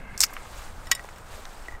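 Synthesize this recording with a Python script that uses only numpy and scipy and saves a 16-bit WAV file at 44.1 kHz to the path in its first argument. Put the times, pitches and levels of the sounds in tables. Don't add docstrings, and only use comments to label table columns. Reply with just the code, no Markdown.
import sys
import numpy as np
from scipy import signal
from scipy.io import wavfile
from scipy.ndimage import uniform_filter1d

SR = 44100
rng = np.random.default_rng(int(sys.argv[2]) if len(sys.argv) > 2 else 0)


def gain_from_decibels(decibels):
    exponent = np.asarray(decibels, float) / 20
    return 10 ** exponent


def waveform_to_disk(signal):
    frames = np.transpose(np.atleast_2d(signal))
    scaled = np.clip(frames, -1, 1) * 32767
    samples = np.round(scaled).astype(np.int16)
    wavfile.write(sys.argv[1], SR, samples)


N = 79380

# (frequency [Hz], level [dB])
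STRIP = [(1100, -22), (2300, -12), (3600, -19), (5500, -1), (8500, -2), (10300, -13), (12800, -6),
         (15700, -17)]


def evened(x):
    return x / np.sqrt(np.mean(x ** 2) + 1e-20)


def peaked(x):
    return x / abs(x).max()


def read(points, hz):
    f, value = np.transpose(points)
    return np.interp(np.log(hz + 1), np.log(f + 1), value)


def level(points):
    return gain_from_decibels(np.interp(np.arange(N) / SR, *np.transpose(points)))


def add(mix, s, sound):
    part = mix[round(s * SR):][:len(sound)]
    part += sound[:len(part)]


def resonate(x, hz, width):
    return signal.lfilter(*signal.iirpeak(min(hz, SR * .45), max(hz / width, .3), SR), x)


def coloured(x, points):
    hz = abs(np.fft.fftfreq(4096, 1 / SR))
    octaves_below = np.maximum(np.log2(points[0][0] / (hz + 1)), 0)
    log_gain = np.log(gain_from_decibels(read(points, hz) - 41 * octaves_below) + 1e-5)
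    impulse = np.fft.ifft(np.exp(np.conj(signal.hilbert(log_gain)))).real[:2048]
    return signal.oaconvolve(x, impulse)[:len(x)]


def wash(points, size, patchy_db):
    hz = np.fft.rfftfreq(size, 1 / SR)
    a, b, patches = rng.standard_normal((N * 4 // size + 5, len(hz), 3)).T
    patches = uniform_filter1d(patches, size=12, axis=0)
    patches = evened(uniform_filter1d(patches, size=10, axis=1))
    octaves_above = np.maximum(np.log2((hz + 1) / points[-1][0]), 0)
    octaves_below = np.maximum(np.log2(points[0][0] / (hz + 1)), 0)
    spectrum_db = read(points, hz) - 60 * octaves_above - 12 * octaves_below
    z = (a + 1j * b) * gain_from_decibels(spectrum_db[:, None] + patchy_db * patches)
    return evened(signal.istft(z, nperseg=size, noverlap=size * 3 // 4)[1][:N])


def scattered_grains(chance, spread_db, limit):
    strength = gain_from_decibels(spread_db * np.minimum(rng.exponential(1, N), limit))
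    return strength * (rng.random(N) < chance) * rng.choice([-1, 1], N)


def burst(noise, hz, t60, width, snap_t60, fizz_db, share):
    t = np.arange(len(noise)) / SR
    decay = gain_from_decibels(-60 * t / snap_t60) + gain_from_decibels(fizz_db - 60 * t / t60)
    drive = (t == 0) + share * noise * decay
    pitched = resonate(drive, hz, width * hz)
    return drive, resonate(pitched, hz, 2 * width * hz)


def distant_wash():
    # (frequency [Hz], level [dB])
    air = [(150, -3), (260, -6), (600, -1.5), (1300, -3), (2900, -22.5), (8500, -35), (10500, -32),
           (14000, -34)]
    return gain_from_decibels(-49.5) * wash(air, size=1024, patchy_db=0.5)


def wind():
    # (frequency [Hz], level [dB])
    rumble = [(8.8, -24), (15, 10.5), (35, -14.5), (74, -14), (145, -28), (300, -37.5), (390, -55),
              (660, -120)]
    # (time [s], level [dB])
    gust = [
        (0.0, -39),
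        (1.748, -43.5),
        (1.8, -57),
    ]
    return level(gust) * wash(rumble, size=4096, patchy_db=4.0)


def sleeve():
    # (time [s], level [dB])
    motion = [(0, -56), (.03, -62), (.06, -62), (.26, -49.5), (.34, -50.5), (.41, -49), (.5, -49),
              (.6, -44), (.69, -49.5), (.73, -53.5), (.86, -50.5), (1.05, -52), (1.25, -54), (1.34, -45.5),
              (1.42, -49.5), (1.6, -51), (1.72, -52.5), (1.8, -63)]
    # (frequency [Hz], level [dB])
    weave = [(600, 4), (1500, 4.5), (3000, -3), (6400, -5.5), (8500, -4.5), (10500, -13.5), (13500, -12.5),
             (15700, -17)]
    rustles_per_s, hiss_share = 2500, 0.65
    grains = scattered_grains(rustles_per_s / SR, spread_db=3, limit=4)
    hiss = wash(weave, size=256, patchy_db=-2.0)
    cloth = hiss_share * hiss + (1 - hiss_share) * evened(coloured(grains, weave))
    return level(motion) * evened(cloth)


def slide():
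    # (time [s], level [dB])
    rubbing = [
        (0, -50),
        (.1, -48),
        (.17, -49),
        (.3, -53),
        (.45, -57),
        (.55, -85),
    ]
    # (frequency [Hz], width [Hz], level [dB])
    grip = [(950, 220, -10), (1610, 180, 13), (2132, 170, 14), (2510, 260, 5)]
    roughness = evened(uniform_filter1d(rng.standard_normal(N), size=500))
    rub = rng.standard_normal(N) * gain_from_decibels(1.6 * roughness)
    body = np.zeros(N)
    for hz, width, db in grip:
        body += gain_from_decibels(db) * resonate(resonate(rub, hz, width), hz, 2 * width)
    return level(rubbing) * evened(body)


def tear():
    # (time [s], level [dB])
    ripping = [(.175, -90), (.178, -46), (.202, -46), (.2055, -30), (.243, -31), (.262, -50), (.28, -90)]
    grains = scattered_grains(.12, spread_db=4, limit=3)
    return level(ripping) * evened(coloured(grains, STRIP))


def cracks():
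    # (time [s], peak level [dB], centre [Hz], t60 [s])
    snaps = [(.1772, -20, 7000, .022), (.1812, -31, 8000, .012), (.1937, -25, 8000, .02),
             (.2006, -31, 5500, .01), (.2025, -27, 8000, .04), (.2054, 0, 7500, .011),
             (.2059, -7, 5700, .014), (.2070, -10, 8000, .03), (.2114, -8, 7500, .016),
             (.2149, -3, 6500, .009), (.2175, -7, 7800, .014), (.2186, -12, 5300, .035),
             (.2222, -23, 6000, .03), (.2257, -14, 5000, .016), (.2268, -15, 7000, .018),
             (.2309, -12, 5800, .025), (.2322, -15, 5500, .02), (.2346, -15, 6000, .02),
             (.2357, -6, 5200, .014), (.2360, -7, 5000, .012), (.2374, -3, 5500, .01),
             (.2378, -8, 5500, .012), (.2382, -8, 5600, .014), (.2385, -12, 12500, .025),
             (.2403, -14, 6500, .015), (.2412, -10, 5500, .02), (.2456, -18, 5500, .025),
             (.2509, -21, 7000, .018), (.2568, -28, 6000, .014), (.2646, -30, 6000, .008),
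             (.2678, -28, 6000, .008), (.3055, -38, 13000, .02), (.3345, -34, 12500, .035),
             (.3365, -33, 13000, .03), (.3395, -38, 12000, .02)]
    snap_noise, plain_t60 = .13, .014
    wide_db = -1
    out, noise = np.zeros(N), rng.standard_normal((len(snaps), 2000))
    for (s, db, hz, t60), row in zip(snaps, noise):
        fray = snap_noise * (t60 / plain_t60) ** 2
        drive, snap = burst(row, hz, t60, width=.36, snap_t60=.003, fizz_db=-4, share=fray)
        sound = peaked(snap) + gain_from_decibels(wide_db) * peaked(coloured(drive, STRIP))
        add(out, s, gain_from_decibels(db) * peaked(sound))
    return out


def knocks():
    # (time [s], peak level [dB], centre [Hz], t60 [s])
    bumps = [(.2374, -13, 1900, 0.01), (.3060, -36, 750, .02), (.3085, -45, 760, 0.017),
             (0.3272, -30, 1160, 0.015), (0.3395, -32, 2300, 0.012), (0.3665, -25, 1300, 0.0035),
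             (0.3667, -27, 2100, 0.008), (.3683, -26, 1600, 0.026), (0.3742, -32, 1400, 0.021),
             (.4220, -38, 600, 0.018), (.9637, -33, 1550, 0.009), (0.9945, -28, 1500, 0.0073),
             (1.0458, -30, 900, .012), (1.0885, -29, 1420, .015), (1.3790, -38.5, 726, .02),
             (1.392, -35, 590, 0.039), (1.4541, -26, 4150, 0.0065), (1.4541, -33.5, 1270, 0.013),
             (1.4746, -36, 1150, 0.02), (1.6838, -34, 1000, 0.02), (1.7112, -35, 1500, 0.0098),
             (1.7228, -35, 950, 0.03), (.2114, -30, 950, .015), (.2152, -34, 950, .012),
             (.2318, -23, 1700, .035), (.2405, -21, 1800, .02), (.2462, -28, 2200, .015),
             (.3290, -33, 1100, .012), (.9755, -35, 1600, .012), (1.6845, -37, 450, .03)]
    out, noise = np.zeros(N), rng.standard_normal((len(bumps), 2500))
    for (s, db, hz, t60), row in zip(bumps, noise):
        bump = burst(row, hz, t60, width=.8, snap_t60=.0089, fizz_db=0, share=.06)[1]
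        bump = signal.sosfilt(signal.butter(4, 1.6 * hz, fs=SR, output="sos"), bump)
        add(out, s, gain_from_decibels(db) * peaked(bump))
    return out


def taps():
    # (time [s], peak level [dB], brightness [dB per octave], tick [dB], pile [dB])
    contacts = [(.8700, -30, 0, -7, -25), (.9120, -30, 4, 4, -10), (.9141, -18, -5, 2, 0),
                (.9148, -5, 0, -4, 0), (.9164, -11, 5, 0, 2), (.9231, -21, -14, -10, -8),
                (.9295, -26, -3, 3, 3), (.9503, -22, 8, -4, -16), (.9635, -37, -24, -16, -12),
                (.9755, -38, -24, -16, -12), (.9942, -33, -24, -9, -6), (1.0400, -41, 3, 6, -9),
                (1.0520, -42, 2, 4, -9), (1.0890, -41, 0, 6, -9), (1.160, -41, 2, 3, -9),
                (1.1836, -43, 6, 8, -9), (1.530, -44, 6, 8, -9), (1.6836, -29, -30, -8, -25),
                (1.7220, -38, -22, -6, -25), (1.7393, -39, -22, -14, -25), (1.7505, -38, -22, -14, -25)]
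    # (frequency [Hz], level [dB], t60 [s])
    stick = [(1930, -6, .042), (2940, -20, .075), (3400, -20, .06), (3790, -19, .07), (4830, -21, .06),
             (5360, -12, .045), (7170, -16, .04), (8900, -17, .03), (11900, -24, .024), (13100, -30, .03)]
    # (frequency [Hz], level [dB], t60 [s])
    pile = [(1105, -19, .07), (1250, -24, .025), (1650, -10, .022), (2300, -11, .03), (2650, -12, .025),
            (3200, -15, .025), (4590, -10, .03), (5450, -16, .018), (5750, -14, .015), (6890, -2, .014),
            (7750, -12, .014), (8200, -15, .014), (13600, -15, .012)]
    # (frequency [Hz], level [dB])
    tick_colour = [(1200, -5), (2600, 0), (4100, -9), (7800, -3), (10300, -15), (13500, -12), (15700, -20)]
    spread_db, tick_t60, contact_s = 1.5, .022, .0002
    out, t = np.zeros(N), np.arange(6000) / SR
    hz, mode_db, t60 = np.concatenate([stick, pile]).T[:, :, None]
    in_pile = (np.arange(len(hz)) >= len(stick))[:, None]
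    octaves = abs(np.log2(hz / 1900))
    chance = rng.standard_normal((len(contacts), len(hz), 2))
    noise = rng.standard_normal((len(contacts), len(t)))
    for (s, db, tilt_db, tick_db, pile_db), c, row in zip(contacts, chance, noise):
        blow_db = mode_db + pile_db * in_pile + tilt_db * octaves + spread_db * c[:, :1]
        detuned = hz * (1 + 0.003 * c[:, 1:])
        modes = gain_from_decibels(blow_db - 60 * t / t60) * np.sin(2 * np.pi * detuned * t)
        ring = modes.sum(0) * (1 - np.exp(-t / contact_s))
        tick_tilt = .3 * max(tilt_db, -3)
        tilted = [(f, d + tick_tilt * np.log2(f / 3000)) for f, d in tick_colour]
        tick = coloured(row * gain_from_decibels(-60 * t / tick_t60), tilted)
        sound = peaked(ring) + gain_from_decibels(tick_db) * peaked(tick)
        add(out, s, gain_from_decibels(db) * peaked(sound))
    return out


def ground(x):
    t = np.arange(4000) / SR
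    echo_t60, first_s = .03, .0012
    reflections = rng.choice([-1., 1.], len(t)) * (rng.random(len(t)) < .1)
    tail = reflections * gain_from_decibels(-60 * t / echo_t60) * (t > first_s)
    return signal.oaconvolve(x, tail / np.linalg.norm(tail))[:N]


def scene():
    floor = distant_wash() + wind()
    handling = sleeve() + slide()
    hits = tear() + cracks() + knocks() + taps()
    echo_db = -17
    return (hits + gain_from_decibels(echo_db) * ground(hits) + handling + floor)[None]


def top_cut(x):
    return signal.sosfilt(signal.butter(12, 16440, fs=SR, output="sos"), x)


def record(dry):
    edge_hz, leak_db = 15800, -45
    dull = signal.oaconvolve(dry, signal.firwin(301, edge_hz, fs=SR)[None], "same")
    mix = np.clip(dull + gain_from_decibels(leak_db) * dry, -1, 1)
    return top_cut(mix)


dry = scene()
out = record(dry)
waveform_to_disk(out)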